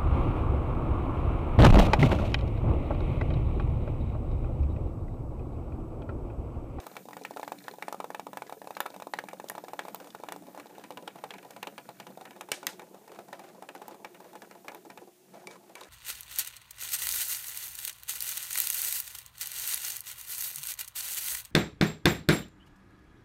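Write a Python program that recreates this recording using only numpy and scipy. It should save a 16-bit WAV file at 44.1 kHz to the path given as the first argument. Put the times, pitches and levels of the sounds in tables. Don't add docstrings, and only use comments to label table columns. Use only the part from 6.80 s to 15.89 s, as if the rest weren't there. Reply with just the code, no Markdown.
import sys
import numpy as np
from scipy import signal
from scipy.fft import rfft, irfft, next_fast_len
from scipy.io import wavfile
from scipy.ndimage import uniform_filter1d

SR = 44100
rng = np.random.default_rng(int(sys.argv[2]) if len(sys.argv) > 2 else 0)


def pcm_store(signal):
    levels = np.round(np.clip(np.atleast_2d(signal), -1, 1) * 32767)
    wavfile.write(sys.argv[1], SR, levels.astype(np.int16).T)


def decibels_to_gain(level_db):
    exponent = np.asarray(level_db, float) / 20
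    return 10 ** exponent


N = 400869

# (time [s], peak [dB], hardness as clack re peak [dB])
BOWL_LANDINGS = [(.065, -30.5, -16), (.113, -38, -32), (.153, -42, -14), (.165, -30, -5.5), (.253, -36, -32),
                 (.2846, -31, -18), (.307, -38, -15), (.33, -35.5, -12), (.366, -28.5, -14), (.411, -35, -32),
                 (.448, -28, -5), (.507, -27, -23.5), (.5615, -28, -26), (.5687, -25, -14), (.5944, -25, -21),
                 (.629, -24, -17.5), (.676, -24.5, -14.5), (.718, -21, -16), (.88, -26, -13.5),
                 (.936, -35, -20), (.983, -33, -27), (1.022, -29, -5), (1.0807, -21.5, -15.5),
                 (1.124, -24.5, -20), (1.143, -26, -24), (1.2, -21.5, -19.5), (1.241, -23, -20.5),
                 (1.3015, -24.5, -20.5),
                 (1.345, -25.5, -11.5), (1.394, -23.5, -16), (1.466, -27, -23), (1.53, -30, -15),
                  (1.57, -24, -15.5), (1.619, -25, -19), (1.694, -30.5, -15), (1.7227, -25, -18.5),
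                  (1.815, -30.5, -24.5), (1.842, -35.5, -32), (1.871, -27.5, -20), (1.905, -25, -19),
                  (1.948, -60, -2), (1.9663, -24, -11), (2.0023, -16.5, -11), (2.0545, -30, -24),
                  (2.06, -22.5, -13.5), (2.101, -37, -29), (2.141, -38.5, -7), (2.161, -31, -19.5),
                  (2.198, -32.5, -15), (2.22, -27, -15.5), (2.268, -26, -25.5), (2.335, -18.5, -13.5),
                  (2.3861, -22.5, -10), (2.437, -29.5, -24),
                 (2.484, -33, -2.5), (2.53, -29.5, -15), (2.597, -27, -18), (2.64, -28.5, -31),
               (2.682, -57, 5), (2.6973, -27, -15), (2.716, -31, -23), (2.75, -29, -16.5),
               (2.778, -26, -17.5), (2.837, -28.5, -28.5), (2.881, -31.5, -12.5), (2.932, -25, -18),
               (2.99, -21, -9), (3.05, -30.5, -21), (3.081, -28, -15.5), (3.144, -26, -15.5),
               (3.199, -41.5, -3), (3.242, -43, -7), (3.27, -37.5, -14), (3.347, -29, -13.5),
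               (3.398, -33.5, -33), (3.434, -26.5, -22), (3.4847, -25, -11), (3.52, -26.5, -8.5),
               (3.56, -31.5, -19), (3.621, -38.5, -33.5)]
# (time [s], peak [dB], hardness [dB])
STRAIGHT = [(3.666, -45, -11), (3.683, -36, -35), (3.746, -37, -15), (3.774, -29.5, -19.5), (3.796, -42, 2),
            (3.856, -38.5, -26), (3.893, -49, -27), (3.948, -64, 11), (3.98, -33.5, -22.5),
            (4.0367, -41.5, -2), (4.104, -29.5, -14.5), (4.1709, -32, -9.5), (4.223, -37, -34),
            (4.275, -31, -6), (4.356, -35.5, -18), (4.386, -51, -10), (4.437, -25, -15.5),
            (4.504, -35, -2.5), (4.536, -39.5, -0.5), (4.58, -53.5, 7.5), (4.626, -46.5, -4),
            (4.647, -40, -19), (4.704, -44, -2), (4.762, -38, -8), (4.826, -36, 1), (4.869, -26.5, -10.5),
            (4.978, -35, -4.5), (5.088, -31, -17), (5.198, -35.5, -4)]
# (time [s], peak [dB], hardness [dB])
BENDS = [(5.266, -37.5, -7), (5.301, -37, -34), (5.372, -33.5, -31), (5.409, -36.5, -10),
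         (5.451, -43.5, 3.5), (5.506, -45.5, 1), (5.561, -41, -18), (5.608, -31.5, -7.5), (5.686, -35, -12),
         (5.717, -34, 6), (5.828, -33.5, -9.5), (5.868, -32, 3.5), (5.993, -38.5, -3.5), (6.017, -47, -7),
         (6.143, -38.5, -27), (6.276, -47, -1.5), (6.316, -46, -1), (6.345, -56, 1), (6.3872, -36.5, -11),
         (6.482, -45.5, -9), (6.527, -31, -8.5), (6.592, -36.5, -11.5), (6.636, -51, -7), (6.746, -51, -11),
         (6.822, -32.5, -17), (6.887, -36, -4), (6.949, -35.5, -9)]
# (time [s], peak [dB], hardness [dB])
FAR_BOWL = [(7.016, -32.5, -15.5), (7.08, -33.5, -17.5), (7.108, -41, -15), (7.143, -42, -19),
            (7.198, -46, -33), (7.245, -29.5, -7), (7.344, -52.5, 4.5), (7.401, -43.5, -7),
            (7.442, -50, -10), (7.53, -47, -9), (7.552, -35.5, -10), (7.618, -42, 0), (7.709, -47, 0.5),
            (7.749, -50, -4), (7.844, -50, -9), (7.88, -30.5, -3.5), (7.916, -39, -12), (7.945, -37.5, -9),
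            (8.049, -42, -22), (8.099, -41, -1.5), (8.173, -39.5, -4.5), (8.215, -46, -31),
            (8.273, -44, -36), (8.538, -56, -15), (8.672, -46, -10), (8.707, -53, -8), (8.893, -58, -1),
            (8.952, -58, 11), (9.01, -41, -7)]
LANDINGS = BOWL_LANDINGS + STRAIGHT + BENDS + FAR_BOWL
# (frequency [Hz], level [dB])
TRACK = [(285, -11.5), (362, -13.5), (430, -8.5), (500, -6), (560, -7.5), (625, -13), (690, -5.5),
         (770, -4.5), (990, -5), (1130, -17.5)]
# (frequency [Hz], level [dB])
WALLS = [(1300, 0.5), (1460, 3), (1580, -3), (1710, 3.5), (1880, 1), (2070, -4.5), (2290, 3), (2450, -2),
         (2600, -2), (2850, -3), (3050, -15)]
# (frequency [Hz], level [dB])
SHELL = [(3480, 3.5), (3750, 7), (4150, 1), (4850, 1), (5460, 0.5), (6000, 3), (6650, 0), (7050, 3),
         (8060, 3), (8760, -6), (9600, 5)]
# (time [s], floor level [dB], wall mode [Hz], wall level [dB])
SPOTS = [(0.066, -39, 1190, -37.5), (0.568, -33, 1335, -30.5), (0.629, -24, 1770, -33),
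         (0.676, -40, 1760, -48), (0.718, -28, 1880, -46), (0.88, -39, 1780, -28.5),
         (1.023, -22.5, 2070, -28.5), (1.0797, -21, 1650, -34), (1.124, -35, 1320, -32),
         (1.201, -27, 1230, -30.5), (1.242, -28, 1260, -40), (1.302, -30, 1730, -35),
         (1.346, -23, 1760, -34), (1.394, -33, 1300, -52), (1.467, -22, 1230, -37.5),
         (1.57, -35, 1700, -37), (1.619, -28, 1480, -36), (1.723, -31, 1250, -43), (1.816, -38, 1800, -42),
         (1.967, -33, 1510, -34), (2.002, -39, 1700, -19.5), (2.269, -21.5, 1220, -44),
         (2.335, -16.5, 1910, -24.5), (2.3855, -32, 1790, -23), (2.598, -33, 1730, -41),
         (2.698, -34, 1830, -29), (2.78, -24, 1150, -44), (2.932, -29, 1300, -52), (2.99, -26, 1660, -30.5),
         (3.051, -32, 1230, -43), (3.146, -38, 1360, -56), (3.435, -26, 1280, -38), (4.275, -20, 1340, -38),
         (4.827, -19, 2750, -27)]
# (time [s], peak [dB], ring [Hz])
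STRUCK = [(.167, -41, 2920), (0.331, -38.5, 1930), (.451, -29, 2360), (.63, -35, 2130), (.678, -42, 1930),
          (.881, -39, 3570), (1.081, -38, 2060), (1.144, -36, 1220), (1.534, -42, 530), (1.62, -36, 2250),
          (2.0042, -24.5, 3580), (2.0042, -30, 7200), (2.06, -28.5, 1320), (2.3369, -30, 4000),
          (2.388, -27, 2090), (2.532, -36, 530), (2.992, -30, 3320), (3.522, -34, 1750),
          (4.173, -35.5, 2930), (4.278, -32, 2930), (4.507, -32.5, 3400), (4.829, -38, 1800),
          (4.871, -32.5, 2820), (5.2, -38.5, 3020), (5.609, -38, 2280), (5.7175, -24, 8800),
          (5.868, -17, 8800), (6.531, -35.5, 1830), (6.89, -35, 2610), (7.882, -33, 2220)]
# (time [s], peak [dB], ring [Hz])
BUMPS = [(0.0298, -41, 523), (0.206, -44, 440), (0.4184, -36.5, 427), (0.53, -43, 332), (0.85, -40, 454),
         (0.8603, -46, 473), (0.9122, -37.5, 423), (1.4884, -41, 516), (1.665, -41, 424),
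         (1.77, -38.5, 440), (2.12, -45, 527), (2.141, -38, 610), (2.577, -47, 596), (3.2069, -35, 530),
         (3.7645, -41, 518), (4.9268, -46, 470), (5.055, -47, 493), (5.7774, -38, 603), (5.9299, -41, 780),
         (5.943, -42.5, 372), (6.112, -43.5, 368), (6.215, -51, 355), (6.782, -39, 520),
         (6.962, -39.5, 362), (7.182, -57, 373), (7.306, -45, 362), (7.4613, -41, 500), (7.673, -44, 362),
         (7.773, -49, 354), (7.975, -42, 363), (8.066, -38.5, 348), (8.2239, -42, 356), (8.2816, -44, 345),
         (8.5544, -40, 686), (8.5731, -41, 663)]
# (time [s], peak [dB],
# ring [Hz])
TICKS = [(0.332, -47, 1630), (0.4188, -46, 2420), (0.5374, -45, 1820), (0.4364, -40, 4100),
         (0.648, -43, 4120), (0.696, -53, 4100), (1.667, -45, 2000), (1.6749, -48, 1710),
         (1.8437, -50, 1690), (1.951, -39, 4120), (2.1027, -41, 3830), (2.388, -33, 1660),
         (2.8456, -43, 1700), (3.1586, -41, 3640), (3.304, -39.5, 3560), (3.3866, -50, 1720),
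         (3.869, -47.5, 3970), (3.9964, -46.5, 1670), (4.225, -48, 2820), (4.4909, -51, 1520),
         (4.7346, -49, 2370), (5.738, -36, 3210), (5.89, -38, 1390), (6.961, -43, 1490),
         (8.7177, -45, 2300)]
# (time [s], peak [dB], ring [Hz])
END_CLACKS = [
    (8.538, -50, 690),
    (8.62, -47, 722),
    (8.64, -45, 865),
    (8.672, -38, 4620),
    (8.757, -43, 1017),
    (8.962, -40, 980),
    (9.012, -37.5, 1040),
    (9.012, -35, 3870),
]
# (time [s], peak [dB], long ring re peak [dB])
KNOCKS = [
    (5.717, -8.5, -23),
    (5.8678, -12, -34),
    (8.671, -27.5, -7),
    (8.953, -29.5, -8.5),
]
# (frequency [Hz], level [dB])
STIFF_RING = [(2290, -5.5), (2345, -15)]
# (frequency [Hz], density [dB per Hz])
KNOCK_COLOUR = [(290, -55.5), (500, 7), (968, -6), (1530, 6.5), (4130, 6), (8720, 3), (14600, -11.5),
                (15500, -21)]
# (time [s], peak [dB])
TOUCHES = [(0.001, -36.5), (0.613, -44), (0.7862, -37.5), (0.84, -43), (0.912, -38.5), (2.373, -45),
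           (2.76, -46), (2.853, -56), (4.122, -41), (5.7754, -49), (5.931, -41), (6.688, -45), (6.978, -45),
           (8.711, -38), (9.0339, -34), (9.045, -40)]
# (time [s], snap peak [dB], shell tick [dB])
SNAPS = [(0.0668, -29, -46), (1.126, -39, -39), (1.5712, -32, -43), (2.0047, -12, -46), (2.686, -50, -39),
         (2.6982, -11.5, -41), (3.1463, -16, -46), (3.522, -22, -41), (4.276, -47, -47),
         (4.7073, -47, -46.5), (4.8288, -33, -41.5), (5.2, -51, -46.5), (5.61, -41, -37.5),
         (5.7174, -35, -62), (5.868, -8.5, -41), (6.9496, -31, -63), (7.0809, -26, -54), (7.9479, -25, -57),
         (8.953, -47, -46), (9.009, -50, -46)]
# (time [s], length [s], level [dB])
SCRAPES = [
    (0.839, 0.036, -75),
    (8.2, 0.039, -79),
    (8.532, 0.12, -68.5),
    (8.702, 0.066, -65.5),
    (8.961, 0.13, -63),
]
# (time [s], nearness of the microphone [dB], dipping deeply where the motors pause at 8.33 s, grip of
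# the legs on the track [dB])
MOTORS = [(0, 4, 16.5), (.3, 2, -31), (.8, 4.5, -3), (1.3, -2.5, -16), (1.8, 1.5, -14), (2.4, -1, -10),
          (3.0, 2.5, 4.5), (3.5, 0.5, -3), (4.0, -4.5, 1), (5.2, -0.5, -3), (5.8, -4, 1.5), (6.9, -10, 3),
          (7.6, -2.5, 0), (8.2, -5, -2), (8.33, -43, -11), (8.41, -26, -6), (8.5, -8, 2.5),
          (9.09, -27, -0.5)]
# (frequency [Hz], width [Hz], level [dB])
HUM = [(344, 56, -7), (456, 177, -3), (633, 366, -2.5), (865, 49, -9), (1040, 410, -22.5)]
# (frequency [Hz], width [Hz], level [dB])
WHINE = [(14000, 720, 0), (14630, 900, -2.5), (10000, 480, -10), (6700, 6400, -3)]
# (frequency [Hz], width [Hz], level [dB])
DRONE = [(184.2, 30, 2), (318, 46, -5.5), (140, 8.3, -11.5), (236, 90, -7)]
# (frequency [Hz], width [Hz], level [dB])
NEAR_TRACK = [(290, 11, 0)]
# (frequency [Hz], width [Hz], level [dB])
FAR_TRACK = [(360, 14, 0), (678, 16, -5)]
# (start [s], end [s])
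BUZZING = [
    (.4, .8),
    (3.45, 4.2),
]
# (frequency [Hz], density [dB per Hz])
HISS = [(24, -57), (40, -7), (161, -16), (2560, -5), (3130, -6), (5150, -7), (6280, -5), (15400, -6)]

USUAL_PEAK_DB, USUAL_HARDNESS_DB = -32, -15
TICK_DB, TICK_PER_PEAK, TICK_PER_HARDNESS = -19.5, -0.4, 0.34
RING_DB, RING_PER_PEAK, RING_PER_HARDNESS = -6.5, -0.48, 0.16
FAR_RING_DB = 4.5
BOWL_HZ, BOWL_T60_S, BOWL_DB = 856.6, 0.1, -8.5
BRIGHT_FROM_S, BRIGHT_TO_S, DULL_TILT_DB, BRIGHT_TILT_DB = 4, 5.3, 2, 7
LOOSE_CAP_HZ = 4110
DRONE_DB, HUM_DB, WHINE_DB, PIECE_DB, HISS_DB = -59, -55.5, -67.5, -59.5, -65
DRONE_FOLLOWS = 0.25
FAR_FROM_S, CROSSING_S = 4.5, 1.3
ROOM_T60_S, WALL_CUT_HZ, ROOM_DB = 0.19, 44000, -24
OVERLOAD = .3


def landings():
    s, peak_db, clack_db = np.transpose(LANDINGS)
    strong = peak_db - USUAL_PEAK_DB
    hard = clack_db - USUAL_HARDNESS_DB
    tick_db = TICK_DB + TICK_PER_PEAK * strong + TICK_PER_HARDNESS * hard
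    ring_db = RING_DB + RING_PER_PEAK * strong + RING_PER_HARDNESS * hard
    ring_db = ring_db + FAR_RING_DB * (s > BRIGHT_FROM_S)
    bright_wall = (s + 0.001112 > BRIGHT_FROM_S) & (s + 0.001112 < BRIGHT_TO_S)
    s = s + 0.001112
    wall_db = peak_db + clack_db

    pitch_hz = 950 * 2 ** ((clack_db + 9.5) / 28)
    thump = thumps(s, peak_db, pitch_hz)
    hollow = strike(TRACK, s + 0.002303, peak_db + ring_db - 11.0, scatter_db=4.0, t60_at_1k=0.093)
    hollow += bowl(thumps(s, peak_db + ring_db + BOWL_DB, pitch_hz))

    tilt_db = np.where(bright_wall, BRIGHT_TILT_DB, DULL_TILT_DB)
    clack = strike(WALLS, s + 0.000984, wall_db - tilt_db - 12.5, scatter_db=4.0, t60_at_1k=0.044,
                   tilt_db=tilt_db)
    tick = strike(SHELL, s + .0013, peak_db + tick_db - 11.0, scatter_db=3.5, t60_at_1k=0.035)
    crack = noise_band(3000, 16500) * dying(s + 0.0011, peak_db + tick_db + 4.0, t60=0.02)
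    rattle = noise_band(500, 3500) * dying(s + 0.0016, wall_db + 1.0, t60=0.039)
    thin_wall = dying(s[bright_wall] + 0.0035, wall_db[bright_wall] + 4.5, t60=0.023)
    rattle += noise_band(2400, 4200) * thin_wall

    late = rng.uniform(0.003996, .035, (len(s), 6))
    bounce_s = s[:, None] + late
    bounce_db = (wall_db + 0.65 * ring_db)[:, None] - 24.5 - 300 * late
    bounces = strike(TRACK[2:] + WALLS, bounce_s.ravel(), bounce_db.ravel(), scatter_db=6.0,
                     t60_at_1k=0.029, tilt_db=3.0)
    return thump + hollow + clack + tick + crack + rattle + bounces


def thumps(seconds, peak_db, pitch_hz):
    phase = np.arange(400) / SR * pitch_hz[:, None]
    window = np.sin(np.pi * np.clip(phase / 1.9, 0, 1)) ** 2
    shapes = -decibels_to_gain(peak_db)[:, None] * window * np.cos(2 * np.pi * (phase - .98))
    return place(shapes, seconds)


def bowl(push):
    r = decibels_to_gain(-60 / (BOWL_T60_S * SR))
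    poles = [1, -2 * r * np.cos(2 * np.pi * BOWL_HZ / SR), r * r]
    return signal.lfilter([1, 0, -1], poles, push + 1e-18) * BOWL_HZ / SR


def contacts():
    s, peak_db, hz = np.transpose(BUMPS)
    out = pings(s - .002, peak_db, hz, cycles=25.5, rise_cycles=1.0, split=0.16)
    out += strike(TRACK, s, peak_db - 12.0, scatter_db=3.0, t60_at_1k=.05)

    s, peak_db, hz = np.transpose(TICKS)
    out += pings(s - .0005, peak_db - 5.5, hz, cycles=78, rise_cycles=0.92, split=-0.157)
    out += noise_band(1200, 6000) * dying(s, peak_db + 0.5, t60=0.018)

    s, peak_db, hz = np.transpose(STRUCK)
    out += pings(s, peak_db, hz, cycles=40, rise_cycles=0.72, split=0.074)

    s, floor_db, wall_hz, wall_db = np.transpose(SPOTS)
    floor_hz = np.full_like(s, BOWL_HZ)
    out += pings(s + 0.00269, floor_db - 11.0, floor_hz, cycles=26.6, rise_cycles=0.58, split=0.15)
    return out + pings(s + 0.00201, wall_db + 0.5, wall_hz, cycles=35, rise_cycles=0.96, split=-0.079)


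def scrabble():
    s, peak_db, _ = np.transpose(STRAIGHT + BENDS + FAR_BOWL)
    grains = rng.standard_normal(N) * decibels_to_gain(2.2 * drift(230))
    envelope = uniform_filter1d(dying(s + 0.0066, 0.96 * peak_db - 7.5, t60=0.092), size=150)
    out = butter(grains, [450, 1200], "band") * envelope
    s, peak_db, hz = np.transpose(END_CLACKS)
    return out + pings(s, peak_db - 2.5, hz, cycles=58, rise_cycles=0.96, split=0.1)


def knocks():
    s, peak_db, ring_db = np.transpose(KNOCKS)
    s = s + 0.00029
    crack = dying(s, peak_db - 8.5, t60=0.015)
    slap = dying(s + 0.024, peak_db - 39.5, t60=0.24)
    tail = dying(s, peak_db - 36.5, t60=0.19)
    envelope = uniform_filter1d(crack + slap + tail, size=30)
    part = strike(STIFF_RING, s, peak_db + ring_db, scatter_db=.5, t60_at_1k=.12)
    return coloured(KNOCK_COLOUR) * envelope + part


def skitter(per_s, level_db):
    s, peak_db = np.transpose(TOUCHES)
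    out = strike(SHELL + WALLS[6:], s + 0.00069, peak_db - 16.0, scatter_db=2.5, t60_at_1k=0.025, tilt_db=-1.5)
    near_bowl = (s > .5) & (s < 3)
    s, peak_db = s[near_bowl], peak_db[near_bowl]
    cap_hz = np.full_like(s, LOOSE_CAP_HZ)
    out += pings(s, peak_db - 8.0, cap_hz, cycles=106, rise_cycles=1.0, split=0.028)

    s, snap_db, tick_db = np.transpose(SNAPS)
    out += noise_band(10000, 17000) * dying(s + 0.00024, snap_db - 0.5, t60=0.0019)
    out += noise_band(2500, 13000) * dying(s + 0.00035, tick_db + 6.5, t60=0.014)

    s, length, scrape_db = np.transpose(SCRAPES)[:, :, None]
    progress = rng.random((len(SCRAPES), 60))
    slips = (s + length * progress).ravel()
    fading_db = (scrape_db - 4.0 * progress).ravel()
    out += strike(TRACK[1:] + WALLS, slips, fading_db, scatter_db=3.0, t60_at_1k=0.05, tilt_db=-6.5)
    out += noise_band(1000, 9000) * dying(slips, fading_db, t60=0.023)

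    at = np.flatnonzero(rng.random(N) < per_s / SR)
    sizes_db = level_db[at] + 5.2 * np.minimum(rng.exponential(1, len(at)), 1.6)
    out += strike(SHELL + [(4200, 9)], at / SR + 0.02, sizes_db - 9.0, scatter_db=3.0, t60_at_1k=0.025)
    return out + strike(TRACK[2:] + WALLS, at / SR, sizes_db, scatter_db=4.0, t60_at_1k=.04, tilt_db=-3.0)


def motors(drone_db, hum_db, whine_db):
    floor_shake = rng.standard_normal(N) * decibels_to_gain(2.5 * drift(18))
    drone = decibels_to_gain(drone_db) * resonant(floor_shake, DRONE, flicker_db=2.0, flicker_hz=1.5)

    landed = np.minimum(dying(np.array(LANDINGS)[:, 0], 0, t60=0.15), 1)
    coupling = 0.32 + uniform_filter1d(landed, size=200)
    shake = rng.standard_normal(N) * decibels_to_gain(3.0 * drift(45))
    hum = decibels_to_gain(hum_db + 1.5) * coupling * resonant(shake, HUM, flicker_db=2.0, flicker_hz=5)

    whine = resonant(rng.standard_normal(N), WHINE, flicker_db=2.0, flicker_hz=6)
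    whine += decibels_to_gain(-7.0) * strand(13900, wander_hz=400, width_hz=150)
    whine += decibels_to_gain(-14.0) * strand(9600, wander_hz=60, width_hz=200)
    whine += decibels_to_gain(-17.0) * strand(6900, wander_hz=196, width_hz=200)
    return drone + hum + decibels_to_gain(whine_db) * whine + decibels_to_gain(drone_db - DRONE_DB) * pieces()


def pieces():
    t = np.arange(N) / SR
    far = np.clip((t - FAR_FROM_S) / CROSSING_S, 0, 1)
    near_hum = resonant(rng.standard_normal(N), NEAR_TRACK, flicker_db=2.5, flicker_hz=2.5)
    far_hum = resonant(rng.standard_normal(N), FAR_TRACK, flicker_db=2.5, flicker_hz=2.5)
    corners = [s for on, off in BUZZING for s in (on - .1, on, off, off + .1)]
    near_hum *= decibels_to_gain(np.interp(t, corners, [-6, 2, 2, -6] * 2))
    return decibels_to_gain(PIECE_DB) * ((1 - far) * near_hum + far * far_hum)


def strand(centre_hz, wander_hz, width_hz):
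    phase = 2 * np.pi * np.cumsum(centre_hz + wander_hz * drift(1.5)) / SR
    return rms_one(drift(width_hz) * np.cos(phase) * decibels_to_gain(2.5 * drift(3)))


def room(x):
    size = next_fast_len(N + SR // 2)
    hz = np.fft.rfftfreq(size, 1 / SR)
    answer = 0
    for k, lag in enumerate(rng.uniform(.009, 0.028, 10)):
        loss = decibels_to_gain(-60 * lag / ROOM_T60_S) / (1 + 1j * hz / WALL_CUT_HZ)
        loop = loss * np.exp(-2j * np.pi * hz * lag)
        answer = answer + (-1) ** k * loop / (1 - loop)
    return irfft(rfft(x, size) * answer, size)[:N]


def hiss():
    return decibels_to_gain(HISS_DB) * coloured(HISS)


def strike(modes, seconds, level_db, scatter_db, t60_at_1k, tilt_db=0):
    out = np.zeros(N)
    luck = np.clip(rng.standard_normal((len(seconds), 2 * len(modes))), -2, 2)
    for k, (hz, mode_db) in enumerate(modes):
        tilted_db = level_db + mode_db + tilt_db * np.log2(hz / 1000)
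        heights = decibels_to_gain(tilted_db + scatter_db * luck[:, 2 * k]) * np.sign(luck[:, 2 * k + 1])
        out += ring(clicks(seconds, heights), hz, t60_at_1k * (1000 / hz) ** 0.31)
    return out


def ring(train, hz, t60):
    r, w = decibels_to_gain(-60 / (t60 * SR)), 2 * np.pi * hz / SR
    return signal.lfilter([0, np.sin(w)], [1, -2 * r * np.cos(w), r * r], train)


def pings(seconds, peak_db, pitch_hz, cycles, rise_cycles, split):
    turns = np.arange(3000) / SR * pitch_hz[:, None]
    envelope = decibels_to_gain(peak_db[:, None] - 60 * turns / cycles) * (1 - np.exp(-turns / rise_cycles))
    pair = np.sin(2 * np.pi * turns) + .5 * np.sin(2 * np.pi * turns * (1 + split))
    return place(envelope * pair, seconds)


def place(shapes, seconds):
    length = shapes.shape[1]
    at = (seconds * SR).astype(int)[:, None] + np.arange(length)
    return np.bincount(at.ravel(), shapes.ravel(), N + length)[:N]


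def clicks(seconds, heights):
    train = np.full(N, 1e-18)
    np.add.at(train, np.clip((np.asarray(seconds) * SR).astype(int), 0, N - 1), heights)
    return train


def dying(seconds, level_db, t60):
    return signal.lfilter([1], [1, -decibels_to_gain(-60 / (t60 * SR))], clicks(seconds, decibels_to_gain(level_db)))


def resonant(x, peaks, flicker_db, flicker_hz):
    out = 0
    for k, (hz, width_hz, peak_db) in enumerate(peaks):
        r = np.exp(-np.pi * width_hz / SR)
        band = signal.lfilter([1, 0, -1], [1, -2 * r * np.cos(2 * np.pi * hz / SR), r * r], x)
        out = out + (-1) ** k * decibels_to_gain(peak_db + flicker_db * drift(flicker_hz)) * rms_one(band)
    return rms_one(out)


def coloured(spectrum):
    hz = np.fft.rfftfreq(N, 1 / SR) + 1
    points = np.array(spectrum)
    shape = decibels_to_gain(np.interp(np.log(hz), np.log(points[:, 0]), points[:, 1]))
    return rms_one(irfft(rfft(rng.standard_normal(N)) * shape, N))


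def noise_band(low_hz, high_hz):
    return butter(rng.standard_normal(N), [low_hz, high_hz], "band")


def drift(rate_hz):
    return rms_one(butter(rng.standard_normal(N + SR), rate_hz, "low")[SR:])


def butter(x, hz, kind, order=2):
    return signal.sosfilt(signal.butter(order, hz, kind, fs=SR, output="sos"), x)


def rms_one(x):
    return x / np.sqrt(np.mean(x ** 2) + 1e-20)


def scene():
    s, *controls_db = np.transpose(MOTORS)
    near_db, grip_db = [np.interp(np.arange(N) / SR, s, control) for control in controls_db]
    whine_db = WHINE_DB + near_db
    blows = landings() + contacts() + scrabble() + knocks() + skitter(per_s=65, level_db=whine_db - 5.5)
    running = motors(DRONE_DB + DRONE_FOLLOWS * near_db, HUM_DB + grip_db, np.maximum(whine_db, WHINE_DB - 13))
    toys = blows + decibels_to_gain(ROOM_DB) * room(blows) + running
    return (butter(toys, 106.0, "high", order=4) + hiss())[None]


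def low_pass(x):
    return signal.sosfilt(signal.butter(12, 16520, fs=SR, output="sos"), x)


def record(dry):
    dry = OVERLOAD * np.tanh(dry / OVERLOAD)
    body = signal.sosfilt(signal.ellip(12, .5, 60, 15280, fs=SR, output="sos"), dry)
    top = signal.sosfilt(signal.cheby2(6, 60, [14900, 16700], "band", fs=SR, output="sos"), dry)
    sharp = uniform_filter1d(np.abs(top), size=200) > decibels_to_gain(-65)
    gate = uniform_filter1d(sharp * 1., size=200)
    return low_pass(body + decibels_to_gain(-19) * top * gate)


dry = scene()
out = record(dry)
pcm_store(out)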